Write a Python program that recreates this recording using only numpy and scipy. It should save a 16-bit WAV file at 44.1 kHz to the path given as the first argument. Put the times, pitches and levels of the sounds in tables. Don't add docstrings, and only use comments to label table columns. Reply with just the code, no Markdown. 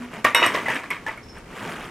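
import sys
import numpy as np
from scipy import signal
from scipy.fft import rfft, irfft
from scipy.io import wavfile

SR = 44100
rng = np.random.default_rng(int(sys.argv[2]) if len(sys.argv) > 2 else 0)


def to_wav(sig):
    pcm = np.clip(np.atleast_2d(sig), -1, 1) * 32767
    pcm = np.round(pcm).astype(np.int16)
    wavfile.write(sys.argv[1], SR, pcm.T)


N = 83790


def undb(db):
    return 10 ** (np.asarray(db) / 20)


def read(table, at):
    return np.interp(at, *np.array(table, float).T)


def unit(x):
    return x / np.sqrt(np.mean(x ** 2))


def fade(t, t60):
    return np.exp(-np.log(1000) * t / np.maximum(t60, .002))


def sine(hz, t):
    return np.sin(2 * np.pi * hz * t)


def lowpass(x, order, hz):
    return signal.lfilter(*signal.butter(order, hz, fs=SR), x)


def bandpass(x, order, low_hz, high_hz):
    return signal.lfilter(*signal.butter(order, [low_hz, high_hz], "band", fs=SR), x)


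def colour(x, table):
    hz, db = np.array(table, float).T
    f = np.maximum(np.fft.rfftfreq(len(x), 1 / SR), 1)
    gain = undb(np.interp(np.log(f), np.log(hz), db))
    return irfft(rfft(x) * gain, len(x))


def grains(table, per_s, scatter_db, q):
    hits = rng.random(N) < per_s / SR
    size = hits * undb(scatter_db * np.minimum(rng.exponential(size=N), 3))
    ladder_hz = np.r_[100 * 2 ** np.arange(0, 5, 1 / 4), np.arange(3200, 16000, 600)]
    out = 0
    for hz in ladder_hz:
        width_hz = min(hz / q, 700.)
        b, a = signal.iirpeak(hz, hz / width_hz, SR)
        chosen = rng.random(N) < .25
        drive = size * chosen * rng.standard_normal(N)
        out = out + signal.lfilter(b, a, signal.lfilter(b, a, drive))
    return unit(colour(out, table))


def add(out, s, x):
    i = int(s * SR)
    out[i:i + len(x)] += x[:N - i]


def air():
    # (frequency [Hz], gain [dB])
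    air_colour = [(25, -42), (108, 1), (180, 3), (354, -0.5), (545, -5), (1650, -28.5), (3520, -24),
                  (5280, -22), (13200, -36.5), (16000, -85)]
    level_db = -47.5
    return undb(level_db) * unit(colour(rng.standard_normal(N), air_colour))


def port_noise():
    # (frequency [Hz], gain [dB])
    noise_colour = [(100, 0.5), (500, 8), (3000, -3), (14000, -11.5)]
    level_db = -54.5
    return undb(level_db) * unit(colour(rng.standard_normal(N), noise_colour))


def rumble(t):
    # (time [s], level [dB])
    swell = [(0.0, -72), (0.036, -56.5), (0.808, -60), (1.492, -43.5), (1.56, -61), (1.846, -49),
             (1.9, -60)]
    top_hz = 89
    low = bandpass(rng.standard_normal(N), 2, top_hz / 4, top_hz)
    return undb(read(swell, t)) * unit(low)


def whistle(t):
    # (time [s], level [dB])
    swell = [(1.222, -87), (1.232, -52), (1.275, -70), (1.288, -44.5), (1.33, -59), (1.362, -65),
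             (1.375, -91)]
    whistle_hz, q = 5340, 150.
    b, a = signal.iirpeak(whistle_hz, q, SR)
    return undb(read(swell, t)) * unit(signal.lfilter(b, a, rng.standard_normal(N)))


def ticks():
    # (time [s], level [dB], pitch [Hz])
    snaps = [(.306, -32, 9200), (0.545, -22, 5300), (0.746, -24, 8350), (1.176, -43, 9600),
             (1.372, -25, 1730), (1.385, -39, 9070), (1.843, -35.5, 4960)]
    t60_s = 0.0049
    out, t = np.zeros(N), np.arange(SR // 20) / SR
    for s, db, hz in snaps:
        add(out, s, undb(db) * sine(hz, t) * fade(t, t60_s))
    return out


def box(t):
    # (time [s], level [dB])
    slide = [(0, -39), (.06, -41.5), (.1, -48), (.14, -35), (.19, -39.5), (.235, -50), (.5, -31.5),
             (.64, -34.5), (.73, -33.5), (.78, -34), (.82, -43), (1.0, -46.5), (1.22, -50.5), (1.31, -50.5),
             (1.365, -44), (1.38, -42.5), (1.43, -50.5), (1.5, -43), (1.56, -36), (1.64, -32), (1.68, -33),
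             (1.72, -32), (1.77, -37), (1.82, -34), (1.9, -41)]
    # (frequency [Hz], gain [dB])
    scrape_colour = [(47, -42), (80, -8), (222, -1), (422, -1), (575, -6), (877, -3), (1560, -5),
                     (2780, -9.5), (4230, -22.5), (9400, -25), (16000, -36)]
    # (time [s], level [dB], pitch [Hz])
    bumps = [(.002, -30.5, 243.4), (0.173, -35, 218), (1.661, -37, 171), (1.77, -39.5, 226)]
    scrapes_per_s, scatter_db, bump_t60_s = 3200, 3, 0.32
    out = undb(read(slide, t)) * grains(scrape_colour, scrapes_per_s, scatter_db, q=3.44)
    for s, db, hz in bumps:
        add(out, s, undb(db) * sine(hz, t) * fade(t, bump_t60_s))
    return out


def bowl_ring(s, t, ring_db, tilt_db):
    # (mode [Hz], level [dB], t60 of the empty bowl [s])
    modes = [(2616, 0, 0.23), (2912, -4.5, 0.45), (3757, -6, 0.38), (5584, -11, 0.43), (8300, -2, 0.098),
             (9880, -12.5, 0.093), (11750, -13, 0.11)]
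    scatter_db, fill_s = 2, .35
    hz, db, t60 = np.array(modes).T[:, :, None]
    scatter = scatter_db * rng.standard_normal(hz.shape)
    gain = undb(db + ring_db + tilt_db * np.log2(hz / 4000) + scatter)
    damped_t60 = t60 * np.exp(-s / fill_s)
    return (gain * sine(hz, s + t) * fade(t, damped_t60)).sum(axis=0)


def hollow(t):
    hollow_hz, hollow_t60_s = (548, 633.5), 0.033
    table_hz, table_t60_s, table_db = 120, 0.11, -25
    bowl = sum(sine(hz, t) for hz in hollow_hz) * fade(t, hollow_t60_s)
    return bowl + undb(table_db) * sine(table_hz, t) * fade(t, table_t60_s)


def landings():
    # (time [s], level [dB], knock [Hz], thud [Hz], then levels re the piece: thud [dB], crack [dB],
    #  bowl ring [dB], ring tilt [dB/octave], hollow [dB], bounces [dB])
    pieces = [(0.244, -15, 2430, 1260, -20, 0, -35, 0, -17, -2.5),
              (0.2478, -1.5, 1851, 1160, -5.5, -13.5, -35.5, -7, -7.5, -16),
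              (0.347, -5.5, 2137, 942, -7, -9.5, -6, 2.2, -11.5, -10.5),
              (0.364, -10, 2040, 940, -4, -8, -30, -4, -30, -8.5),
              (0.376, -10.5, 2050, 933, -3, -19, -50, -4, -16, -12),
              (0.398, -25, 1910, 1170, -14, -21, -4.5, 0, -1.5, 3.5),
              (0.42, -11, 1136, 975, -1.5, -40, -49, -7, -5, -22),
              (0.426, -6.5, 2000, 940, -24, -35, -17, -19.5, -24, -8.5),
              (0.436, -4.5, 1960, 1198, -8.5, -35.5, -51, -23, -39, -12),
              (0.462, -7.5, 1917, 1049, -5.5, -15, -20, 11, -12, -14.5),
              (0.54, -16.5, 2074, 1040, -12, -22, -43, 0, -15, -6),
              (0.547, -12.5, 2175, 1084, 0, -21, -21.5, 7, -4.5, -8),
              (0.573, -19, 1187, 1230, -19, -34.5, -39, -9, -2.5, -17),
              (0.659, -14.5, 2007, 1060, -30, -41, -31, -9, -22, -15.5),
              (0.682, -11, 1740, 807, -8, -26, -37, 11, -8, -11),
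              (0.7, -7.5, 1825, 891, -11, -40, -30, 11, -41, -13.5),
              (0.756, -18, 1720, 1200, -15, -26, -10.5, 3, -19, -8),
              (0.834, -29.5, 1690, 790, -7, -17.5, -18, 2, -11, -4.5),
              (0.904, -7, 2208, 1060, -53, -24, -24, 15, -42, -15.5),
              (1.064, -13.5, 1740, 845, -11.5, -44, -26, 11, -24, -11.5),
              (1.082, -20.5, 1777, 892, 1.5, -31, -26, 12, -6.5, -15),
              (1.114, -27, 2175, 1000, -30, -35, -17, 7, -7.5, -11.5),
              (1.175, -26.5, 2200, 1400, -9.5, -26, -33, 24, -12.5, -21)]
    # (frequency [Hz], gain [dB])
    bounce_colour = [(150, -37), (286, -6), (745, -13.5), (1040, -2.5), (1480, -6), (1980, -1), (3840, -21),
                     (4320, -25.5), (8560, -31), (16000, -42.5)]
    knock_db, knock_t60_s, thud_t60_s, crack_t60_s = -7.5, 0.068, 0.047, 0.02
    rough_depth, rough_hz = .4, 180
    onset_t60_s, shower_onset_t60_s, shower_t60_s = 0.0076, 0.0042, 0.22
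    bounces_per_s, bounce_scatter_db = 2200, 3

    out, shower_power, t = np.zeros(N), np.zeros(N), np.arange(SR // 2) / SR
    noise = rng.standard_normal((len(pieces), len(t)))
    cracks = bandpass(noise, 1, 3000, 11000)
    flutter = lowpass(rng.standard_normal(noise.shape), 2, rough_hz)
    roughness = 1 + rough_depth * unit(flutter)
    for piece, crack, rough in zip(pieces, cracks, roughness):
        s, level_db, knock_hz, thud_hz, thud_db, crack_db, ring_db, tilt_db, hollow_db, shower_db = piece
        tones = bowl_ring(s, t, ring_db, tilt_db)
        tones += undb(knock_db) * sine(knock_hz, t) * fade(t, knock_t60_s)
        tones += undb(thud_db) * sine(thud_hz, t) * fade(t, thud_t60_s)
        x = rough * tones
        x += undb(hollow_db) * hollow(t)
        x += undb(crack_db) * crack * fade(t, crack_t60_s)
        add(out, s, undb(level_db) * x * (1 - fade(t, onset_t60_s)))
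        shower = fade(t, shower_t60_s) * (1 - fade(t, shower_onset_t60_s))
        add(shower_power, s, (undb(level_db + shower_db) * shower) ** 2)
    bounces = grains(bounce_colour, bounces_per_s, bounce_scatter_db, q=4.47)
    return out + np.sqrt(shower_power) * bounces


def room(x, t60_s):
    treble_t60_s = 0.21
    t = np.arange(SR // 2) / SR
    noise = rng.standard_normal(len(t))
    low = lowpass(noise, 1, 2500)
    tail = low * fade(t, t60_s) + (noise - low) * fade(t, min(t60_s, treble_t60_s))
    tail *= 1 - fade(t, 0.022)
    return signal.fftconvolve(x, tail / np.sqrt(np.sum(tail ** 2)))[:N]


def scene():
    # (frequency [Hz], gain [dB])
    width = [(60, -48), (200, -36), (380, -27), (700, -30.5), (2380, -21.5), (4400, -8.5), (8120, -14),
             (15000, 4.5)]
    room_t60_s, room_db, ports_t60_s = 0.26, -8.5, 0.06
    t = np.arange(N) / SR
    near = whistle(t) + ticks() + box(t) + landings()
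    mid = air() + rumble(t) + near + undb(room_db) * room(near, room_t60_s)
    side = colour(room(near, ports_t60_s), width) + port_noise()
    return np.array([mid + side, mid - side])


def record(dry):
    dull_hz, top_hz = 13500, 16000
    rounded = np.tanh(lowpass(dry, 1, dull_hz))
    steep_lowpass = signal.ellip(12, .2, 90, top_hz, fs=SR, output="sos")
    return signal.sosfilt(steep_lowpass, rounded)


dry = scene()
out = record(dry)
to_wav(out)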